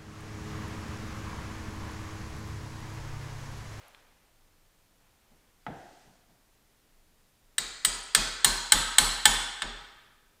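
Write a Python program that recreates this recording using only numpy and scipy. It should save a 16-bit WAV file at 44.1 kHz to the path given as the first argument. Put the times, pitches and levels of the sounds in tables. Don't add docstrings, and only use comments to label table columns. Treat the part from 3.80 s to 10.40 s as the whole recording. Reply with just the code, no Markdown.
import sys
import numpy as np
from scipy import signal
from scipy.fft import rfft, irfft, next_fast_len
from scipy.io import wavfile
from scipy.ndimage import map_coordinates

SR = 44100
rng = np.random.default_rng(int(sys.argv[2]) if len(sys.argv) > 2 else 0)


def dump(signal):
    limited = np.clip(np.atleast_2d(signal).T, -1, 1)
    pcm = np.round(limited * 32767).astype(np.int16)
    wavfile.write(sys.argv[1], SR, pcm)


N = 291060
T = np.arange(int(1.3 * SR)) / SR
CLOCK = np.arange(N) / SR

# t/s, force/dB, blade seated/0-1, bite f/Hz, treble at 10 kHz/dB, clear tones/dB
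HAMMER_BLOWS = [(3.781, -13, 0.03, 3730, 1, -2), (4.0481, -10, 0.13, 3200, 3, 2.5),
                (4.3479, -3.5, 0.26, 3370, -.5, -1), (4.6448, -3.5, 0.73, 4060, 0.5, 2.5),
                (4.9201, -2, 1, 3970, 0, 0.5), (5.1824, -1.5, 0.95, 4160, 1.5, -10),
                (5.4539, -1, 0.99, 3420, 0, -2.5), (5.819, -9.5, .48, 3600, -18, 1)]
# f/Hz, level with the blade loose/dB, level with it seated/dB, t60/s
CHISEL_DAMPED_MODES = [(2865, -20, -16.5, 0.042), (3154, -20.5, -6, 0.028), (3330, -27.5, -12, 0.033),
                       (3595, -15, -26.5, 0.027), (3923, -11, -18.5, 0.041), (4074, -29.5, -17.5, 0.028),
                       (7870, -18, 0.5, 0.017), (8900, -14.5, -14, 0.0054), (8940, -22.5, -24.5, 0.021),
                       (13200, -22, -29, 0.01), (14600, -33.5, -26, .02)]
CHISEL_CLEAR_TONES = [(5520, -33, -36, .3), (6842, -34, -24, .27), (8062, -18, -30, .2),
                      (9025, -13, -12, .045), (13690, -22, -23, .055), (13950, -32, -24, .05)]
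DOOR_EDGE_MODES = [(844.3, -37, -22.5, 0.12), (982, -40.5, -34.5, 0.12), (1316, -15.5, -24.5, 0.018),
                   (1543, -30.5, -21.5, 0.066), (1760, -19.5, -21.5, 0.065), (1985, -16, -26.5, 0.045),
                   (2154, -21.5, -21.5, 0.059)]
# f/Hz, half width/Hz, level loose/dB, level seated/dB
DOOR_RESONANCES = [(400, 45, 4, 5), (820, 25, 0, 5), (950, 20, 0, 9), (1075, 25, 3, 7), (1290, 70, 4, 4),
                   (1550, 35, 2, 4), (1900, 110, 2, 1), (3170, 70, 5, 4), (3420, 120, 1, 3),
                   (3850, 110, 4, 2), (4220, 120, 3, 4), (8060, 130, 7, 2), (9060, 150, 6, 3),
                   (11200, 120, 6, 1), (13780, 260, 10, 10)]
# f/Hz, level/dB
CRACK_SPECTRUM = [(100, -29.5), (400, -23), (800, -14), (1600, 0.5), (2500, -8), (3500, 1.5), (5000, -5.5),
                  (6500, -9), (8000, 4.5), (9200, 1.5), (10000, -17.5), (12800, -15.5), (14500, -13),
                  (16000, -23)]
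LOOSE_CLACK_SPECTRUM = [(130, -10.5), (400, -7), (800, -4.5), (1300, -1), (1900, -2), (2500, -2.5),
                        (3300, -5), (4600, 2.5), (5700, -6), (6900, -0.5), (8800, -5), (9700, -14.5),
                        (13000, -25), (15500, -25)]
SEATED_CLACK_SPECTRUM = [(150, -11.5), (450, -14), (750, -7), (900, -3.5), (1700, -1), (2400, -7),
                         (3300, -2), (4200, -4), (5000, -5), (6200, -8), (8000, -4), (10200, -8),
                         (12900, -18.5), (15000, -23.5)]
PANEL_SPECTRUM = [(40, -11), (80, -9.5), (110, -8), (140, -3.5), (250, -4), (330, -11.5), (600, -11.5),
                  (1000, -17.5), (3000, -60)]
# f/Hz, level/dB, t60/s
SWAY_MODES = [(38.5, -33, .58), (31, -45, .45)]
PLACING_MODES = [(280, -12, .15), (560, -9, .08), (705, -4, .09), (861, 2, .08), (1280, 0, .04),
                 (1500, -4, .03), (1980, -5, .025), (2380, -12, .025), (2900, -8, .02), (3300, -9, .02)]
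# t/s, level/dB
PLACING_KNOCKS = [(1.865, -33.5)]
HAND_NUDGES = [(1.498, -61.5), (2.251, -56.5), (2.471, -61.5)]
# f/Hz, level/dB
KNOCK_TICK_SPECTRUM = [(300, -32), (800, -18), (1400, 8.5), (2200, 3), (3300, -10), (4500, -17),
                       (12000, -31)]
KNOCK_BODY_SPECTRUM = [(120, -2), (300, -0.5), (550, -8), (720, 9), (880, 0), (1050, -15), (1600, -6.5),
                       (2300, -21), (3400, -20), (5000, -42), (12000, -48)]
# t/s, level/dB, f/Hz, t60/s
TOOL_CLICKS = [(0.0825, -44.5, 11100, 0.0038), (0.1478, -42.5, 2780, 0.0083)]
# start t/s, hold/s, level/dB
TOOL_SHUFFLES = [(-.06, 0.061, -58), (1.17, .45, -75)]
# f/Hz, level/dB
SHUFFLE_SPECTRUM = [(120, -46), (200, -28), (280, -12.5), (341, -15.5), (513, -5), (844, -4), (2730, -10.5),
                    (14000, -29.5)]
SLEEVE_SPECTRUM = [(1000, -2), (3000, 1.5), (6000, 0.5), (8500, -4), (11000, -15), (16000, -33)]
# f/Hz, t60/s
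ROOM_DECAY = [(100, 0.52), (380, 1.2), (700, 1.045), (1700, 1.3), (4000, 1.02), (8000, 0.81), (11000, 0.53),
              (14000, 0.52)]
# f/Hz, level/dB
WALL_SPECTRUM = [(100, 0), (500, 11), (1100, -6), (2000, 1), (4000, -3.5), (6000, 4.5), (8500, 2.5),
                 (14000, -12)]
ROOM_TONE_SPECTRUM = [(12, -27.5), (20, 7), (42, -8), (324, -16.5), (372, -18.5), (427, -16.5),
                      (465, -18.5), (1450, -22.5), (1630, -23), (2150, -24), (15500, -30.5)]

WOOD_DB, CLACK_DB, PANEL_DB, SWAY_DB = 1.5, -25, -33, 8
HALF_PUSH_SEATED = 0.029
SLEEVE_DB, ROOM_TONE_DB = -65.5, -65
TOP_HZ = 15400


def hammering():
    track = np.zeros(N)
    for s, db, seated, bite_hz, treble_db, tones_db in HAMMER_BLOWS:
        blow = strike(seated, tones_db) + amp(CLACK_DB) * door_clack(seated)
        add(track, s, amp(db) * bite(blow, bite_hz, bite_db=6, treble_db=treble_db))
        push = amp(db) * seated / (seated + HALF_PUSH_SEATED)
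        add(track, s + 0.008, push * amp(PANEL_DB) * panel(rise=0.0088, t60=0.49))
        add(track, s + 0.01, push * amp(SWAY_DB) * ring(SWAY_MODES, scatter_db=0.5) * swell(rise=0.035))
    return track


def strike(seated, tones_db):
    contact = np.exp(-((T - 0.0016) / 0.0018) ** 2)
    crack_envelope = amp(-8.5) * (contact + fade(t60=0.036)) + amp(-20.5) * fade(t60=0.065)
    crack = noise(CRACK_SPECTRUM, len(T)) * crack_envelope
    steel = ring(seated_modes(CHISEL_DAMPED_MODES, seated), scatter_db=1.5)
    steel += amp(tones_db) * ring(seated_modes(CHISEL_CLEAR_TONES, seated), scatter_db=1.5)
    wood = amp(WOOD_DB) * ring(seated_modes(DOOR_EDGE_MODES, seated), scatter_db=3)
    onset = swell(rise=0.0016)
    return crack * onset + in_room((steel + wood) * onset, wet_db=-46.5)


def seated_modes(modes, seated):
    return [(hz, loose + (tight - loose) * seated, t60) for hz, loose, tight, t60 in modes]


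def bite(x, bite_hz, bite_db, treble_db):
    def gain(hz):
        peak = np.exp(-((hz - bite_hz) / 240) ** 2)
        return amp(bite_db * peak + treble_db * hz / 10000)
    return filtered(x, gain)


def door_clack(seated, ripple_db=2.7, spacing_hz=40):
    clack = np.sqrt(1 - seated) * reverb(LOOSE_CLACK_SPECTRUM)
    clack += np.sqrt(seated) * reverb(SEATED_CLACK_SPECTRUM)
    ripple = rng.standard_normal(4096)
    def gain(hz):
        strong_db = sum((loose + (tight - loose) * seated) * np.exp(-((hz - centre) / width) ** 2)
                        for centre, width, loose, tight in DOOR_RESONANCES)
        position = 2 * np.sqrt(hz * 1000) / spacing_hz
        weak_db = ripple_db * map_coordinates(ripple, [position], mode="mirror")
        return amp(strong_db + weak_db)
    return filtered(clack, gain)


def panel(rise, t60):
    return noise(PANEL_SPECTRUM, len(T)) * swell(rise) * fade(t60)


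def placing():
    track = np.zeros(N)
    for s, db in PLACING_KNOCKS:
        wood = ring(PLACING_MODES, scatter_db=-1)
        tick = amp(-4) * noise(KNOCK_TICK_SPECTRUM, len(T)) * fade(t60=0.049)
        knock = (wood + tick) * swell(rise=0.0008)
        add(track, s, amp(db) * in_room(knock, wet_db=-46.5))
        add(track, s, amp(db - 9) * reverb(KNOCK_BODY_SPECTRUM))
        add(track, s + 0.00614, amp(db - 6) * panel(rise=0.011, t60=0.39))
    for s, db in HAND_NUDGES:
        add(track, s, amp(db) * panel(rise=0.019, t60=0.46))
    return track


def tool_handling():
    shuffling = sum(amp(db) * stroke(s, attack=0.047, hold=hold, t60=1.5)
                    for s, hold, db in TOOL_SHUFFLES)
    track = shuffling * noise(SHUFFLE_SPECTRUM, N)
    for s, db, hz, t60 in TOOL_CLICKS:
        click = noise([(hz / 2, -22), (hz, 0), (hz * 2, -30)], len(T)) * fade(t60)
        add(track, s, in_room(amp(db) * click, wet_db=-43))
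    return track


def sleeve():
    brush = stroke(start=1.773, attack=0.2, hold=0.24, t60=1.3)
    return amp(SLEEVE_DB) * brush * noise(SLEEVE_SPECTRUM, N)


def in_room(sound, wet_db):
    return sound + amp(wet_db) * signal.fftconvolve(sound, reverb(WALL_SPECTRUM))[:len(T)]


def reverb(spectrum):
    hz, t, bands = signal.stft(noise(spectrum, len(T)), SR, nperseg=256)
    bands = bands * fade(along(ROOM_DECAY, hz)[:, None], t)
    tail = signal.istft(bands, SR, nperseg=256)[1][:len(T)]
    return tail * swell(rise=0.0048)


def room_tone():
    return amp(ROOM_TONE_DB) * noise(ROOM_TONE_SPECTRUM, N)


def ring(modes, scatter_db):
    return sum(amp(db + scatter_db * rng.normal()) * fade(t60)
               * np.sin(2 * np.pi * (hz * T + rng.random())) for hz, db, t60 in modes)


def noise(spectrum, size):
    x = filtered(rng.standard_normal(size), lambda hz: amp(along(spectrum, hz)))
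    return x / np.sqrt(np.mean(x ** 2) + 1e-20)


def stroke(start, attack, hold, t60):
    t = CLOCK - start
    return np.clip(t / attack, 0, 1) * fade(t60, np.maximum(t - attack - hold, 0))


def swell(rise):
    return 1 - np.exp(-(T / rise) ** 2)


def fade(t60, t=T):
    return np.exp(-np.log(1000) * t / t60)


def filtered(x, gain):
    size = next_fast_len(len(x) + 8192)
    hz = np.fft.rfftfreq(size, 1 / SR)
    return irfft(rfft(x, size) * gain(hz), size)[:len(x)]


def along(points, hz):
    frequencies, values = np.transpose(points)
    return np.interp(np.log(hz + 1), np.log(frequencies + 1), values)


def amp(db):
    return 10 ** (np.asarray(db) / 20)


def add(track, s, sound):
    part = track[max(round(s * SR), 0):][:len(sound)]
    part += sound[:len(part)]


def scene():
    return (hammering() + placing() + tool_handling() + sleeve() + room_tone())[None]


def record(dry):
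    clipped = dry[0] / (1 + np.abs(dry[0]) ** 6) ** (1 / 6)
    return filtered(clipped, lambda hz: 1 / np.sqrt(1 + (hz / TOP_HZ) ** 120))[None]


dry = scene()
out = record(dry)
dump(out)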